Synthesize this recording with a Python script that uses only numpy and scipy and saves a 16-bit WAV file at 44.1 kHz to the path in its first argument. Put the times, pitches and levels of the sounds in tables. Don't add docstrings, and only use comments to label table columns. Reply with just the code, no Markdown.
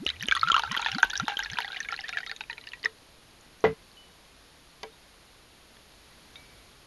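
import sys
import numpy as np
from scipy import signal
from scipy.fft import rfft, irfft
from scipy.io import wavfile
from scipy.ndimage import uniform_filter1d

SR = 44100
rng = np.random.default_rng(int(sys.argv[2]) if len(sys.argv) > 2 else 0)


def transcribe(signal):
    frames = np.atleast_2d(signal).T
    limited = np.clip(frames, -1, 1)
    pcm = np.round(limited * 32767).astype(np.int16)
    wavfile.write(sys.argv[1], SR, pcm)


N = 302614


def gain_of(db):
    return 10 ** (np.asarray(db) / 20)


def evened(x):
    return x / np.sqrt(np.mean(x ** 2) + 1e-20)


def smoothed_noise(length, width_samples):
    once = uniform_filter1d(rng.standard_normal(length), size=width_samples)
    return evened(uniform_filter1d(once, size=width_samples))


def curve(rows):
    time_s, *columns = np.transpose(rows)
    return [np.interp(np.arange(N) / SR, time_s, column) for column in columns]


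def colour(x, points):
    point_hz, point_db = np.transpose(points)
    hz = np.fft.rfftfreq(N, 1 / SR)
    gain_db = np.interp(np.log(hz + 1), np.log(point_hz), point_db)
    return irfft(rfft(x) * gain_of(gain_db), N)


def add(mix, start_s, sound):
    part = mix[max(round(start_s * SR), 0):][:len(sound)]
    part += sound[:len(part)]


def ring(hz, t60_s, glide=0., rise_s=0.0001):
    t = np.arange(round(min(t60_s, 1.5) * SR) + 9) / SR
    envelope = gain_of(-60 * t / t60_s) * (1 - np.exp(-t / rise_s))
    return envelope * np.sin(2 * np.pi * hz * t * (1 + glide * t / t60_s))


def puff(t60_s, rise_s=0.0001):
    t = np.arange(6000) / SR
    return rng.standard_normal(6000) * gain_of(-60 * t / t60_s) * (1 - np.exp(-t / rise_s))


def resonate(x, hz, width_hz):
    turn = np.exp(2j * np.pi * np.cumsum(hz * np.ones(len(x))) / SR)
    pole = np.exp(-np.pi * width_hz / SR)
    smooth = signal.lfilter([1 - pole], [1, -pole], x / turn)
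    return 2 * (turn * smooth).real


# t/s, level/dB
STREAM_CHURN = [(0.0, -89), (0.14, -52.5), (0.28, -49.5), (0.44, -47), (0.99, -41.5), (1.14, -53.5),
                (1.23, -49), (1.29, -40), (1.4, -50), (1.5, -48.5), (2.15, -54.5), (2.41, -68),
                (2.95, -63.5)]
# t/s, first f/Hz, second f/Hz, gain of the first/dB
AIR_MODES = [(0, 1172, 2160, -7), (.35, 1210, 1537, 11), (.6, 948, 1216, 20), (.9, 798, 1481, 25),
             (1.2, 816, 1568, 28.5), (1.6, 800, 1600, 20), (2.3, 783, 1830, 17), (2.5, 918, 1780, 22),
             (2.9, 985, 1850, 21.5)]
# f/Hz, width/Hz, gain/dB
STEM_MODES = [(441.7, 17, 2.5), (610, 29, -10.5)]


def bowl():
    slosh_share = 0.033
    wash_db = -14.5
    tail_db = -22
    second_db = 13.5
    churn_db, = curve(STREAM_CHURN)
    first_hz, second_hz, first_db = curve(AIR_MODES)
    slosh = 1 + slosh_share * smoothed_noise(N, 2500)
    bubbles, splash = plops()

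    stir = signal.lfilter([1], [1, -np.exp(-1 / (0.019 * SR))], abs(bubbles))
    bursts = 0.2 + 1.5 * stir / (uniform_filter1d(stir, size=9000) + .02)
    births_on = np.arange(N) < 2.9 * SR
    wash = bursts * evened(colour(rng.standard_normal(N), FIZZ_SPECTRUM))
    drive = splash + gain_of(churn_db) * fizz(bursts * births_on)
    drive += gain_of(churn_db + wash_db) * wash

    push = drive + gain_of(tail_db) * bubbles
    air = gain_of(first_db) * resonate(push, first_hz * slosh, 21.4)
    air += gain_of(second_db) * resonate(push, second_hz * slosh, 45)

    deep = resonate(resonate(bubbles, 870, 252), 870, 244)
    filling = np.minimum(np.arange(N) / (1.5 * SR), 1)
    thumps = abs(deep) ** 0.56 * filling
    stem = np.zeros(N)
    for hz, width_hz, db in STEM_MODES:
        narrowed = resonate(resonate(thumps, hz, 139), hz, 130)
        stem += gain_of(db) * resonate(narrowed, hz, width_hz)
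    return bubbles + drive + air + stem


# t/s, deep bubble level/dB, its f/Hz,
# middle bubble level/dB, its f/Hz, its t60/s, its mean pitch rise/share, small bubble level/dB, its f/Hz
STREAM_PLUNGES = [(0.065, -31.5, 1280, -35, 2290, 0.0078, 0.24, -12, 2820),
                  (0.076, -54, 1320, -47, 1780, 0.014, 0.15, -22.5, 3840),
                  (0.085, -56, 1230, -48, 1990, 0.018, 0.02, -24.5, 3720),
                  (0.09, -58, 1160, -44, 2280, 0.019, 0.25, -18, 3030),
                  (0.1015, -53, 1360, -32, 2060, 0.048, 0.4, -17.5, 3800),
                  (0.198, -61, 1040, -45, 2240, 0.014, 0.3, -34, 3710),
                  (0.2087, -53, 1320, -33, 1870, 0.027, 0.045, -26, 2940),
                  (0.226, -57, 1297, -19, 1770, 0.012, 0.02, -28.5, 5680),
                  (0.234, -51, 1300, -13.5, 2150, 0.0039, 0.02, -32.5, 2450),
                  (0.2852, -32, 1260, -9.5, 2200, 0.0055, 0.23, -13.5, 2930),
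                  (0.3119, -20, 1330, -15, 2230, 0.039, 0.06, -14, 3350),
                  (0.3222, -47, 1120, -2.5, 1540, 0.018, 0.026, -23, 2370),
                  (0.351, -21, 1230, -23, 1332, 0.1, 0.024, -17, 3360),
                  (0.365, -16.5, 1130, -21.5, 1844, 0.05, 0.13, -25.5, 3450),
                  (0.373, -42, 1220, -18.5, 1246, 0.025, 0.02, -34, 2320),
                  (0.4126, -48, 1200, -40, 1245, 0.26, 0.034, -20.5, 4210),
                  (0.431, -8, 1264, -13.5, 1312, 0.074, 0.013, -27, 3500),
                  (0.473, -52, 1150, -14.5, 1406, 0.035, 0.022, -30, 2320),
                  (0.485, -59, 1150, -13.5, 1390, 0.027, 0.056, -20.5, 2840),
                  (0.5, -47, 1120, -6.5, 1344, 0.031, 0.013, -46, 4360),
                  (0.518, -33, 1070, -23, 1220, 0.012, 0.02, -9.5, 3090),
                  (0.527, -16, 1136, -40, 1200, 0.065, 0.02, -40, 3700),
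                  (0.543, -40, 1140, -6.5, 1194, 0.046, 0.45, -11.5, 2740),
                  (0.565, -11.5, 1060, -5, 1250, 0.014, 0.23, -13.5, 3020),
                  (0.579, -37, 955, -10, 1145, 0.032, 0.087, -31, 2300),
                  (0.595, -16, 910, -7.5, 1330, 0.0076, 0.13, -20, 2950),
                  (0.635, -16, 860, -16, 1440, 0.029, 0.022, -36, 2450),
                  (0.647, -27, 810, -29, 1350, 0.098, 0.02, -38, 2810),
                  (0.675, -31, 910, -24.5, 1526, 0.041, 0.02, -47, 3040),
                  (0.713, -21.5, 1070, -26, 1880, 0.039, 0.059, -22.5, 2950),
                  (0.726, -30, 1030, -22, 1350, 0.028, 0.27, -37, 2930),
                  (0.743, -25, 1080, -17, 1870, 0.0099, 0.02, -32, 2620),
                  (0.749, -20.5, 1110, -14, 1760, 0.013, 0.24, -41, 3910),
                  (0.766, -27, 910, -13.5, 1360, 0.017, 0.27, -28, 3340),
                  (0.774, -45, 860, -34, 2100, 0.01, 0.3, -14.5, 3100),
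                  (0.7948, -19, 936, -16, 1230, 0.017, 0.24, -27, 2590),
                  (0.819, -35, 970, -36, 1560, 0.066, 0.02, -25, 3700),
                  (0.826, -24, 936, -23.5, 1320, 0.033, 0.25, -23.5, 2330),
                  (0.847, -38, 960, -28, 1780, 0.013, 0.02, -21.5, 3770),
                  (0.861, -14.5, 912, -13.5, 1703, 0.03, 0.113, -19.5, 2460),
                  (0.87, -26, 854, -45, 1710, 0.057, 0.37, -19.5, 3420),
                  (0.885, -25, 820, -10, 1290, 0.0053, 0.14, -24.5, 2470),
                  (0.9163, -43, 855, -26, 2110, 0.011, 0.02, -20.5, 2890),
                  (0.927, -32.5, 800, -27, 1580, 0.021, 0.02, -25.5, 2720),
                  (0.948, -36, 790, -20, 1470, 0.021, 0.018, -24.5, 4430),
                  (0.984, -21.5, 806, -14, 1340, 0.014, 0.2, -22.5, 3940),
                  (1.03, -10.5, 908, 0, 1527, 0.025, 0.017, -20, 2340),
                  (1.047, -24, 900, -24, 1500, 0.044, 0.061, -43, 2500),
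                  (1.0985, -33.5, 850, -30, 1670, 0.092, 0.13, -34, 2300),
                  (1.132, -34, 980, -20.5, 1470, 0.048, 0.072, -37, 2580),
                  (1.155, -42, 794, -22, 1580, 0.049, 0.12, -20, 3720),
                  (1.1982, -25.5, 760, -13.5, 1375, 0.031, 0.012, -23.5, 3730),
                  (1.2812, -14, 897, -1, 1250, 0.0053, 0.21, -28, 3030),
                  (1.298, -20, 807, -21, 1670, 0.013, 0.018, -29.5, 3820),
                  (1.32, -25, 816, -27.5, 1456, 0.029, 0.017, -41, 2490),
                  (1.3704, -48, 784, -49, 1460, 0.061, 0.19, -16.5, 3090),
                  (1.3911, -25, 890, -17.5, 1573, 0.036, 0.02, -25, 3620),
                  (1.402, -30, 844, -31, 1547, 0.077, 0.02, -22.5, 3010),
                  (1.426, -43, 810, -22, 1900, 0.02, 0.02, -36, 2840),
                  (1.435, -49, 840, -31, 1430, 0.078, 0.022, -25.5, 5430),
                  (1.459, -35.5, 880, -24, 1750, 0.024, 0.018, -29, 2430),
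                  (1.5, -53, 880, -20, 2160, 0.0047, 0.02, -29, 3280),
                  (1.516, -39, 863, -33, 1614, 0.077, 0.041, -33, 6000),
                  (1.533, -40, 870, -23, 1660, 0.022, 0.19, -33, 4950),
                  (1.556, -45, 900, -30, 1580, 0.021, 0.02, -48, 3370),
                  (1.571, -30, 990, -29, 2300, 0.033, 0.96, -28.5, 2400),
                  (1.5861, -14, 956, -5, 1510, 0.0085, 0.02, -24.5, 2940),
                  (1.604, -24, 835, -10.5, 1600, 0.0051, 0.35, -33, 2320),
                  (1.62, -34, 770, -33, 1840, 0.017, 0.02, -25, 2790),
                  (1.6462, -26.5, 800, -20.5, 1850, 0.018, 0.085, -29.5, 3530),
                  (1.679, -32, 820, -32.5, 1460, 0.037, 0.018, -27, 3270),
                  (1.702, -37, 850, -28.5, 1455, 0.053, 0.02, -48, 3520),
                  (1.7197, -44, 830, -41, 1540, 0.03, 0.043, -27.5, 3740),
                  (1.7277, -39, 820, -27.5, 1560, 0.038, 0.02, -41, 2290),
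                  (1.745, -39, 770, -30, 1650, 0.0082, 0.32, -27.5, 2380),
                  (1.762, -46, 775, -24.5, 1800, 0.03, 0.51, -34, 2230),
                  (1.7682, -33, 733, -45, 1980, 0.045, 0.15, -25, 2940),
                  (1.8036, -69, 784, -19.5, 1786, 0.025, 0.016, -26, 5940),
                  (1.829, -48, 770, -50, 1980, 0.011, 0.3, -35, 4120),
                  (1.848, -55, 990, -23.5, 1550, 0.011, 0.19, -31.5, 2340),
                  (1.887, -39, 770, -20, 2190, 0.023, 0.024, -32, 2760),
                  (1.9072, -43, 815, -29, 1820, 0.029, 0.02, -40, 3170),
                  (1.924, -26.5, 810, -18, 1356, 0.033, 0.018, -30, 2450),
                  (1.941, -37, 830, -18.5, 1700, 0.011, 0.14, -52, 2380),
                  (1.9902, -30, 800, -23, 2010, 0.018, 0.02, -29, 2790),
                  (2.008, -39, 770, -48.5, 1800, 0.083, 0.32, -30.5, 5100),
                  (2.039, -39.5, 690, -26.5, 1740, 0.072, 0.18, -38, 4560),
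                  (2.083, -42, 870, -37, 1510, 0.039, 0.03, -27.5, 3570),
                  (2.092, -33.5, 770, -12, 1500, 0.0041, 0.17, -29.5, 2400),
                  (2.133, -37, 700, -28.5, 1388, 0.056, 0.046, -26.5, 2590),
                  (2.145, -57, 735, -34, 1895, 0.15, 0.013, -38.5, 2320),
                  (2.159, -37, 696, -40, 1700, 0.046, 0.02, -47, 2300),
                  (2.171, -33, 805, -14, 1700, 0.026, 0.016, -25, 2270),
                  (2.1825, -62, 730, -28.5, 1330, 0.04, 0.29, -38, 2290),
                  (2.184, -31.5, 694, -26.5, 1610, 0.037, 0.02, -26, 2160),
                  (2.2036, -37, 765, -27.5, 1490, 0.035, 0.02, -32.5, 2280),
                  (2.2313, -41, 777, -27, 1850, 0.027, 0.05, -52, 2930),
                  (2.2641, -42, 790, -21, 1970, 0.0084, 0.15, -37, 2450),
                  (2.2953, -44, 810, -26.5, 1760, 0.032, 0.05, -31, 3800),
                  (2.3142, -34, 800, -13, 1950, 0.0052, 0.042, -26, 4280),
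                  (2.363, -50, 800, -34, 2320, 0.0083, 0.15, -32.5, 3650),
                  (2.408, -27, 870, -28, 1495, 0.031, 0.02, -24, 2530),
                  (2.498, -31.5, 943, -22.5, 1840, 0.027, 0.014, -27.5, 2440),
                  (2.511, -52, 1000, -32, 1880, 0.03, 0.17, -31, 3900),
                  (2.529, -59, 930, -32, 1840, 0.018, 0.02, -31.5, 2970),
                  (2.58, -41.5, 930, -23, 2190, 0.0072, 0.28, -40, 3880),
                  (2.639, -48, 930, -40, 2300, 0.016, 0.05, -38, 2810),
                  (2.672, -56, 960, -32, 1786, 0.032, 0.02, -29.5, 2750),
                  (2.734, -37.5, 980, -30, 1890, 0.028, 0.02, -27.5, 2600),
                  (2.841, -36, 1180, -23, 1960, 0.023, 0.05, -33, 2970),
                  (2.848, -53, 1190, -33.5, 2410, 0.024, 0.31, -38, 4650),
                  (2.857, -26.5, 1233, -9, 1874, 0.026, 0.012, -40, 2300)]
# f/Hz, relative level/dB
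FIZZ_SPECTRUM = [(600, -46), (900, -6.5), (1500, 6), (2500, 10.5), (3500, 16.5), (4500, 6.5), (6500, 4),
                 (11000, -21)]


def plops():
    deep_t60_s = 0.036
    small_cycles, small_glide = 38.2, 0.062
    swell_share = 0.025
    stray_db, stray_spread_db, stray_top_db = -15, 4.5, -20.5
    stray_cycles, stray_lag_s = 45, 0.01
    stray_low_hz, stray_high_hz, stray_glide = 1252, 4487, 0.264
    bubbles, splash = np.zeros(N), np.zeros(N)
    spreads = rng.standard_normal(len(STREAM_PLUNGES))
    stray_draws = rng.random((len(STREAM_PLUNGES), 3, 4))
    for row, spread, strays in zip(STREAM_PLUNGES, spreads, stray_draws):
        s, deep_db, deep_hz, middle_db, middle_hz, t60_s, glide, small_db, small_hz = row
        swell_s = np.clip(swell_share * t60_s, .0006, .0018)
        middle = ring(middle_hz, t60_s, glide, rise_s=swell_s)
        small = ring(small_hz, small_cycles / small_hz, small_glide, rise_s=0.00041)
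        deep = ring(deep_hz, deep_t60_s, rise_s=0.00079)
        add(bubbles, s, gain_of(middle_db) * middle)
        add(bubbles, s, gain_of(small_db) * small)
        add(bubbles, s, gain_of(deep_db) * deep)

        loudest_db = min(max(middle_db, small_db), stray_top_db)
        for lag, size, strength, climb in strays:
            hz = stray_low_hz * (stray_high_hz / stray_low_hz) ** size
            db = loudest_db + stray_db + stray_spread_db * (2 * strength - 1)
            stray = ring(hz, stray_cycles / hz, stray_glide * climb ** 2, rise_s=0.00017)
            add(bubbles, s + lag * stray_lag_s, gain_of(db) * stray)

        add(splash, s, gain_of(small_db - 21 + 5.4 * spread.clip(-2, 2)) * puff(0.018))
        add(splash, s, gain_of(middle_db - 24) * puff(0.012))
    bubbles = colour(bubbles, [(300, -8.0), (650, -7.0), (20000, 18.0)])
    return bubbles, colour(splash, FIZZ_SPECTRUM)


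def fizz(bursts):
    point_hz, point_db = np.transpose(FIZZ_SPECTRUM)
    out = np.zeros(N)
    for hz in np.geomspace(950, 9000, num=30):
        born = rng.random(N) < 45 * bursts / SR
        births = born * gain_of(3.8 * rng.exponential(1, N).clip(0, 4))
        bubble = ring(hz, 46 / hz, glide=.3 * rng.random() ** 2, rise_s=.0005)
        db = np.interp(np.log(hz), np.log(point_hz), point_db)
        out += gain_of(db) * signal.oaconvolve(births, bubble)[:N]
    return out / np.std(out[:3 * SR])


# start t/s, burst t/s, low f/Hz, top f/Hz,
# rise time/s, opening level/dB, level at the top f/dB, slope/dB per octave (levels rms, before the fades)
NECK_GULPS = [(0.0, 0.056, 49.7, 454, 0.032, -57.5, -32.5, 8),
              (0.065, 0.273, 61.2, 299, 0.033, -41, -36, 10),
              (0.285, 0.515, 44.2, 211, 0.065, -43, -44.5, 7.5),
              (0.523, 0.741, 49.1, 278, 0.029, -43, -31.5, 13),
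              (0.784, 0.982, 42.3, 322, 0.028, -66, -21.5, 17),
              (1.048, 1.253, 38, 319, 0.022, -43, -19.5, 15), (1.383, 1.556, 36, 267, 0.022, -71, -35, 9)]
# t/s, level/dB, treble against it/dB
NECK_POPS = [(0.063, -26.5, -30), (0.286, -26.5, -3), (0.518, -27.5, -18), (0.774, -31, -16),
             (1.046, -32.5, -7.5), (1.369, -35.5, 0)]


def neck():
    open_t60_s = 0.1
    burst_s, burst_db = 0.031, -30
    out = np.zeros(N)
    for start_s, end_s, low_hz, top_hz, rise_s, open_db, peak_db, octave_db in NECK_GULPS:
        t = np.arange(0, end_s - start_s, 1 / SR)
        left = t[::-1]
        hz = low_hz + (top_hz - low_hz) / (1 + (left / rise_s) ** 2)
        fade_db = burst_db * np.maximum(1 - left / burst_s, 0) ** 2
        swell = gain_of(peak_db + octave_db * np.log2(hz / top_hz) + fade_db)
        level = swell + gain_of(open_db - 60 * t / open_t60_s)
        tone = np.sqrt(2) * np.sin(2 * np.pi * np.cumsum(hz) / SR)
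        add(out, start_s, level * tone * signal.windows.tukey(len(t), .1))
    u = np.arange(-150, 150) / SR
    cycle = 1.95 * u / 0.00075 * np.exp(-(u / 0.00045) ** 2 / 2)
    for s, db, treble_db in NECK_POPS:
        add(out, s - .003, gain_of(db) * cycle)
        add(out, s, gain_of(db + treble_db) * puff(0.0041))
    return out


# t/s, peak level/dB, f/Hz
STREAM_SPRAY = [(0.051, -34, 5470), (0.0646, -29, 6200), (0.0643, -39, 10560), (0.203, -41, 5570),
                (0.225, -29.5, 11500), (0.268, -29, 8900), (0.2843, -26, 6330), (0.3518, -25, 9250),
                (0.365, -31, 6350), (0.4304, -37, 11300), (0.5177, -23.5, 6740), (0.5926, -28, 6100),
                (0.593, -34.5, 11150), (0.718, -22, 5360), (0.765, -31, 11550), (0.8163, -24.5, 6500),
                (0.917, -25.5, 5530), (0.9828, -27.5, 5800), (1.0016, -35, 11400), (1.0271, -24, 6150),
                (1.0455, -33, 11500), (1.0997, -24, 6100), (1.134, -37, 11200), (1.1984, -23, 5900),
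                (1.2815, -35, 11100), (1.388, -32.5, 11400), (1.392, -28.5, 6450), (1.5847, -35, 10800),
                (1.5866, -36, 6240), (1.6038, -32, 11400), (1.889, -35, 6970), (2.091, -30, 5730),
                (2.2635, -32, 4830), (2.3628, -35, 6030), (2.4074, -33, 5040), (2.498, -45, 4930),
                (2.6694, -36, 4830), (2.8479, -21.5, 5300)]


def spray():
    out = np.zeros(N)
    for s, db, hz in STREAM_SPRAY:
        spit = resonate(puff(0.006, rise_s=0.00089), hz, width_hz=460)
        add(out, s, gain_of(db) * spit / abs(spit).max())
    return out


# t/s, level/dB, lowest f/Hz, highest f/Hz, ring time factor/per kHz,
# free ring/s, clatter against the level/dB, tick against the level/dB
TABLE_BLOWS = [(2.846, -39, 397, 480, 0.92, 0.075, -6, -45), (3.6409, -17, 60.7, 880, 0.84, 0.086, -2, -16),
               (3.667, -30, 101, 2000, 0.56, 0.066, -10, -18),
               (4.8318, -37, 504, 2500, 1.02, 0.071, -4.5, 15.5)]
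# f/Hz, level/dB, t60/s before the blow's ring time factor
TABLE_MODES = [(66, -12, 0.28), (101, -17, 0.29), (159, -9, 0.31), (202, -17.5, 0.4), (269, -21, 0.42),
               (442, 6.5, 0.28), (497, 4, 0.073), (578, 2.5, 0.099), (653, 4, 0.061), (789, 2, 0.095),
               (957, 5.5, 0.053), (1072, 2, 0.05), (1630, -6, 0.089), (1990, 6, 0.035), (2280, -1.5, 0.095),
               (3074, 5, 0.07)]


def table():
    blow_s, flip_hz = 0.00086, 1500
    choke_t60_s = 0.07
    wobble = 0.12
    out, clatter, tick = np.zeros((3, N))
    for s, db, low_hz, high_hz, damping, free_s, clatter_db, tick_db in TABLE_BLOWS:
        for hz, mode_db, t60_s in TABLE_MODES:
            share = np.sign(flip_hz - hz) / (1 + (hz / high_hz) ** 2) / (1 + (low_hz / hz) ** 4)
            build_s = np.clip((55 / hz) ** 3.6, blow_s, .02)
            mode = share * ring(hz, t60_s * damping ** (hz / 1000), rise_s=build_s)
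            uneven = 1 + wobble * smoothed_noise(len(mode), 300)
            late_s = np.maximum(np.arange(len(mode)) / SR - free_s, 0)
            level = gain_of(db + mode_db - 60 * late_s / choke_t60_s)
            add(out, s, level * mode * uneven)
        add(clatter, s, gain_of(db + clatter_db) * puff(0.16, rise_s=0.0004))
        add(tick, s, gain_of(db + tick_db) * puff(0.014))
    clatter = colour(clatter, [(60, -27), (200, 7.5), (650, 7.0), (2000, 2.0), (3500, -6.5), (8000, -33.0)])
    tick = colour(tick, [(400, -41), (900, -16), (3000, 7.0), (5000, -1.0), (9000, -17.0)])
    return out + clatter + tick


# t/s, level/dB, f/Hz, t60/s
GLASS_RINGS = [(2.175, -48, 3750, 0.36), (2.266, -41, 3750, 0.33), (2.411, -37, 3780, 0.074),
               (2.1, -45, 3720, 0.18), (2.839, -43, 3780, 0.1), (2.857, -53, 3800, 0.2),
               (3.65, -21.5, 1990, 0.09), (3.652, -30, 2040, 0.16), (3.661, -69, 1250, 2.6),
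               (3.662, -50, 1030, 0.4), (3.97, -47.5, 2980, 0.45), (4.924, -54, 3760, 0.12),
               (5.278, -56, 3780, 0.091), (6.357, -53, 2290, 0.7), (6.357, -50, 2210, 0.08),
               (6.359, -36, 3700, 0.041)]
# t/s, level/dB, f/Hz
DRIPS_AND_TICKS = [(0.166, -34.5, 2380), (0.2575, -22.5, 3530), (0.2783, -27, 2950), (0.395, -21, 3700),
                   (0.398, -31, 5200), (0.44, -21.5, 3700), (0.466, -26, 2500), (0.622, -21, 3700),
                   (0.697, -30, 2340), (0.853, -30, 3000), (1.003, -28, 3600), (1.051, -28, 3100),
                   (1.1045, -18, 3340), (1.113, -22, 3670), (1.168, -21, 5300), (1.1764, -12.5, 5640),
                   (1.448, -22, 4130), (1.919, -24, 5120), (1.964, -24, 4200), (2.689, -28.5, 4300),
                   (1.254, -29, 3680), (1.588, -19.5, 3660), (1.616, -28, 3100), (1.631, -28, 3900),
                   (1.687, -31, 3880), (1.977, -30, 2630), (2.016, -30, 2770), (2.057, -33, 2430),
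                   (2.128, -22, 2300), (2.438, -31.5, 2460), (2.5735, -41, 2460), (2.6127, -33, 3900),
                   (2.7194, -30, 2900), (2.796, -41, 4130), (2.8307, -28, 4500), (2.83, -41, 1920),
                   (2.838, -30, 3000), (2.9856, -48, 4250), (3.3099, -45, 4480), (3.4106, -40, 6700),
                   (3.6065, -39, 6000), (3.916, -41, 4370), (4.252, -46, 3050), (5.768, -45, 1820),
                   (5.769, -43, 3400), (6.356, -52, 1400), (6.356, -42, 2600), (6.357, -33.5, 3420),
                   (6.357, -42, 4470)]


def small_sounds():
    out = np.zeros(N)
    for s, db, hz, t60_s in GLASS_RINGS:
        add(out, s, gain_of(db) * ring(hz, t60_s, rise_s=0.00062))
    for s, db, hz in DRIPS_AND_TICKS:
        add(out, s, gain_of(db) * ring(hz, 32 / hz, 0.043, rise_s=0.000098))
        add(out, s, gain_of(db - 27.5) * np.diff(puff(0.009)))
    return out


def room(x):
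    t = np.arange(9000) / SR
    present = (rng.random(9000) < .05) * (t > .003)
    taps = rng.choice([-1., 1.], 9000) * present * gain_of(-60 * t / 0.049)
    return signal.oaconvolve(x, taps / np.linalg.norm(taps))[:N]


# f/Hz, relative level/dB per Hz
NOISE_SPECTRUM = [(28, -4), (50, 4), (75, -3), (250, -5.5), (450, -6.5), (900, -9), (2500, -10.5),
                  (4300, -9.5), (6000, -17), (12000, -14)]
# t/s, level/dB
NOISE_LEVEL = [(0, -52), (3, -53.5), (5.6, -53.5), (6.1, -52.5), (6.4, -51.5), (6.86, -53)]


def background():
    level_db, = curve(NOISE_LEVEL)
    return gain_of(level_db) * evened(colour(rng.standard_normal(N), NOISE_SPECTRUM))


def scene():
    near = bowl() + spray() + table() + small_sounds()
    reflections = gain_of(-13.5) * room(near)
    return (near + reflections + neck() + background())[None]


# f/Hz, gain/dB
MIC_RESPONSE = [(20, 1.5), (5500, -1), (6900, -0.5), (7700, -13.5), (8700, -6), (11300, -3), (12000, -9.5),
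                (13000, -59)]


def record(dry):
    edge_hz = 13100
    heard = colour(dry[0], MIC_RESPONSE)[None]
    low_pass = signal.firwin(511, edge_hz, window=("kaiser", 9), fs=SR)
    return signal.oaconvolve(heard, low_pass[None], "same")


dry = scene()
out = record(dry)
transcribe(out)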